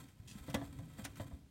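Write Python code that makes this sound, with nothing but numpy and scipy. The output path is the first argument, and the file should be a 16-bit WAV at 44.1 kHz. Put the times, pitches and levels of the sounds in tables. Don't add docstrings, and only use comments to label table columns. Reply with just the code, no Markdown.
import sys
import numpy as np
from scipy import signal
from scipy.fft import rfft, irfft
from scipy.io import wavfile

SR = 44100
rng = np.random.default_rng(int(sys.argv[2]) if len(sys.argv) > 2 else 0)


def transcribe(signal):
    frames = np.atleast_2d(signal).T
    limited = np.clip(frames, -1, 1)
    pcm = np.round(limited * 32767).astype(np.int16)
    wavfile.write(sys.argv[1], SR, pcm)


N = 66150
TIME = np.arange(N) / SR

# (frequency [Hz], relative level [dB])
ROOM_EQ = [(30, -0.5), (70, 14), (200, -1.5), (400, -10.5), (1000, -18), (3000, -19), (8000, -25),
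           (16000, -29)]
# (frequency [Hz], t60 [s])
RECESS_DECAY = [(100, 0.15), (600, .11), (2000, 0.075), (6000, 0.059), (15000, 0.032)]
# (time [s], level [dB])
TICK_CUES = [(0.084, -62.5), (0.499, -47), (0.5423, -35.5), (0.787, -57.5), (1.049, -37.5), (1.156, -53.5)]
# (frequency [Hz], relative level [dB])
TICK_EQ = [(500, -23), (1500, 4), (3500, 0.5), (4700, -5), (5800, 1.5), (7500, -6.5), (9700, 1.5),
           (11000, -9.5), (16000, -2.5)]
# (time [s], rumble level [dB], rustle level [dB])
DRAG_FADERS = [(0, -53.5, -60), (.15, -68, -80.5), (.25, -59.5, -72.5), (.35, -57, -65), (.5, -56.5, -61.5),
               (.7, -52, -68.5), (.85, -55, -69.5), (1.0, -56.5, -65.5), (1.15, -56.5, -71),
               (1.35, -54.5, -71), (1.5, -71, -93)]
# (frequency [Hz], relative level [dB])
RUMBLE_EQ = [(25, -29.5), (45, -0.5), (70, -1), (130, 3), (200, -4.5), (280, -3.5), (380, -17.5),
             (700, -25), (2000, -58)]
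# (time [s], attack [s], t60 [s], level [dB])
SCUFF_CUES = [(0.0, .018, 0.21, -65.5), (0.08, .01, 0.33, -70), (0.365, 0.024, 0.088, -56.5),
              (0.432, .015, .15, -74), (0.468, .01, 0.085, -63), (0.625, 0.016, 0.21, -60),
              (0.72, 0.011, 0.084, -61.5), (0.96, 0.033, 0.38, -57.5), (1.166, 0.0043, 0.18, -56.5),
              (1.2, 0.014, 0.16, -56.5), (1.26, 0.0087, 0.17, -69)]
# (frequency [Hz], relative level [dB])
SCUFF_EQ = [(300, 3), (900, -0.5), (1350, 5.5), (1700, 2.5), (2600, -5.5), (3500, 0), (5000, -8.5),
            (9000, -8), (11000, -13.5), (16000, -13.5)]
# (time [s], attack [s], t60 [s], level [dB])
SLIDE_CUES = [(0.274, 0.0093, 0.1, -53.5), (0.295, 0.019, 0.22, -58), (1.039, 0.0063, .08, -49)]
# (frequency [Hz], relative level [dB])
SLIDE_EQ = [(500, -18), (2000, -12), (3300, 2.5), (4600, -5.5), (5800, -0.5), (8000, -7), (9600, -4),
            (10800, -13.5), (16000, -20)]
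# (time [s], pitch [Hz], level [dB], t60 [s])
BUMP_CUES = [(0.070, 75, -51.5, 0.16), (0.199, 96, -33.5, 0.052), (0.353, 205.6, -33, 0.061),
             (0.408, 66, -41.5, 0.13), (0.494, 131, -29.5, 0.071), (0.547, 79.6, -36.5, 0.18),
             (0.622, 131, -32.5, 0.084), (0.788, 105.6, -34.5, 0.11), (0.819, 157.5, -39.5, 0.16),
             (0.905, 92, -54, .15), (0.990, 204.6, -34.5, 0.073), (1.030, 120, -37, 0.11),
             (1.105, 114.6, -44.5, 0.16), (1.202, 104, -30, 0.083), (1.254, 126, -37, 0.059),
             (1.330, 69.6, -36.5, 0.13)]
# (frequency [Hz], relative level [dB], t60 [s])
PANEL_MODES = [(118.3, -5.5, 0.61), (281.2, -3.5, 0.41), (520.9, -4.5, 0.2), (537.6, -9, 0.16),
               (626, -13.5, .25), (681.4, -5.5, 0.2), (724, -17, 0.23), (792, -12, 0.17), (1008, -11, 0.26),
               (1153, -13, 0.27), (1715, -7, 0.14), (1860, -13, 0.14), (2002, -2, 0.097), (3272, -8, 0.12)]
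# (frequency [Hz], relative level [dB])
CLATTER_EQ = [(100, -6.5), (250, 13.5), (400, -2), (600, 7), (1000, 0.5), (1400, -5), (1900, -2.5),
              (2600, -14), (3500, -2), (5000, -15), (9000, -12), (16000, -22)]
# (time [s], ring gain [dB], ring roll-off [Hz], clatter gain [dB])
KNOCK_CUES = [(0.481, -46, 890, -43.5), (0.499, -58, 500, -72), (0.5424, -37, 3500, -30.5),
              (0.614, -47, 690, -43), (0.787, -48, 350, -53), (0.985, -52.5, 1500, -52),
              (1.050, -56.5, 4000, -46.5), (1.197, -47.5, 1020, -41), (1.311, -52, 406, -52.5)]


def from_db(db):
    return 10 ** (np.asarray(db) / 20)


def curve_at(points, hz):
    point_hz, values = np.transpose(points)
    return np.interp(np.log(np.maximum(hz, 1)), np.log(point_hz), values)


def equalised(x, eq):
    hz = np.arange(N + 1) * SR / (2 * N)
    shaped = irfft(rfft(x, 2 * N) * from_db(curve_at(eq, hz)))[:N]
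    return shaped / np.sqrt(np.mean(shaped ** 2) + 1e-20)


def noise(eq):
    return equalised(rng.standard_normal(N), eq)


def decay(age, t60):
    return np.exp(-np.log(1000) * age / t60)


def since(start):
    return np.maximum(TIME - start, 0)


def softened(x, hz):
    pole = np.exp(-2 * np.pi * hz / SR)
    return signal.lfilter([1 - pole], [1, -pole], x + 1e-18)


def swells(cues):
    return sum(from_db(db) * np.minimum(since(start) / attack, 1) * decay(since(start + attack), t60)
               for start, attack, t60, db in cues)


def room_tone(level_db=-65):
    return from_db(level_db) * noise(ROOM_EQ)


def recess_burst(start, eq, attack_s=0.001, tail_db=-15.5):
    age, reflections = since(start), 0
    spectrum = rfft(noise(eq))
    hz = np.arange(len(spectrum)) * SR / N
    centres, t60s = np.transpose(RECESS_DECAY)
    for solo, t60 in zip(np.eye(len(centres)), t60s):
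        band_gain = curve_at(np.c_[centres, solo], hz)
        reflections += decay(age, t60) * irfft(spectrum * band_gain, N)
    tail = softened(noise(eq), hz=2970) * from_db(tail_db) * decay(age, t60=0.29)
    return (reflections + tail) * (1 - np.exp(-age / attack_s))


def claw_and_grit_ticks():
    return sum(from_db(db) * recess_burst(start, TICK_EQ) for start, db in TICK_CUES)


def friction(eq, slips_per_s=2500, spread_db=4):
    slips = (rng.random(N) < slips_per_s / SR) * rng.choice([-1, 1], N)
    sizes = from_db(spread_db * np.minimum(rng.exponential(1, N), 4))
    smear = rng.standard_normal(N) * decay(TIME, t60=0.027)
    return equalised(signal.fftconvolve(slips * sizes, smear)[:N], eq)


def apple_drag():
    times, rumble_db, rustle_db = np.transpose(DRAG_FADERS)
    rumble = from_db(np.interp(TIME, times, rumble_db)) * noise(RUMBLE_EQ)
    rustle_gain = from_db(np.interp(TIME, times, rustle_db))
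    scrape = np.hypot(rustle_gain, swells(SCUFF_CUES)) * friction(SCUFF_EQ)
    hiss = swells(SLIDE_CUES) * friction(SLIDE_EQ)
    return rumble + scrape + hiss


def rolling_bumps(attack_s=0.005):
    out = 0
    for start, hz, db, t60 in BUMP_CUES:
        age = since(start)
        envelope = (1 - np.exp(-age / attack_s)) * decay(age, t60)
        out += from_db(db) * envelope * np.sin(2 * np.pi * hz * age)
    return out


def panel_knocks(mode_spread_db=1.34):
    out = 0
    for start, ring_db, rolloff_hz, clatter_db in KNOCK_CUES:
        age, ring = since(start), 0
        variation_db = rng.normal(0, mode_spread_db, len(PANEL_MODES))
        for k, (hz, db, t60) in enumerate(PANEL_MODES):
            gain = (-1) ** k * from_db(db + variation_db[k])
            ring += gain * np.sin(2 * np.pi * hz * age) * decay(age, t60)
        out += from_db(ring_db) * softened(ring, rolloff_hz)
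        out += from_db(clatter_db) * softened(recess_burst(start, CLATTER_EQ), rolloff_hz * 2.26)
    return out


def scene():
    return (panel_knocks() + rolling_bumps() + claw_and_grit_ticks() + apple_drag() + room_tone())[None]


def record(dry):
    cutoff_hz = 15900
    high_cut = signal.ellip(12, 0.1, 80, cutoff_hz, fs=SR, output="sos")
    return signal.sosfilt(high_cut, dry)


dry = scene()
out = record(dry)
transcribe(out)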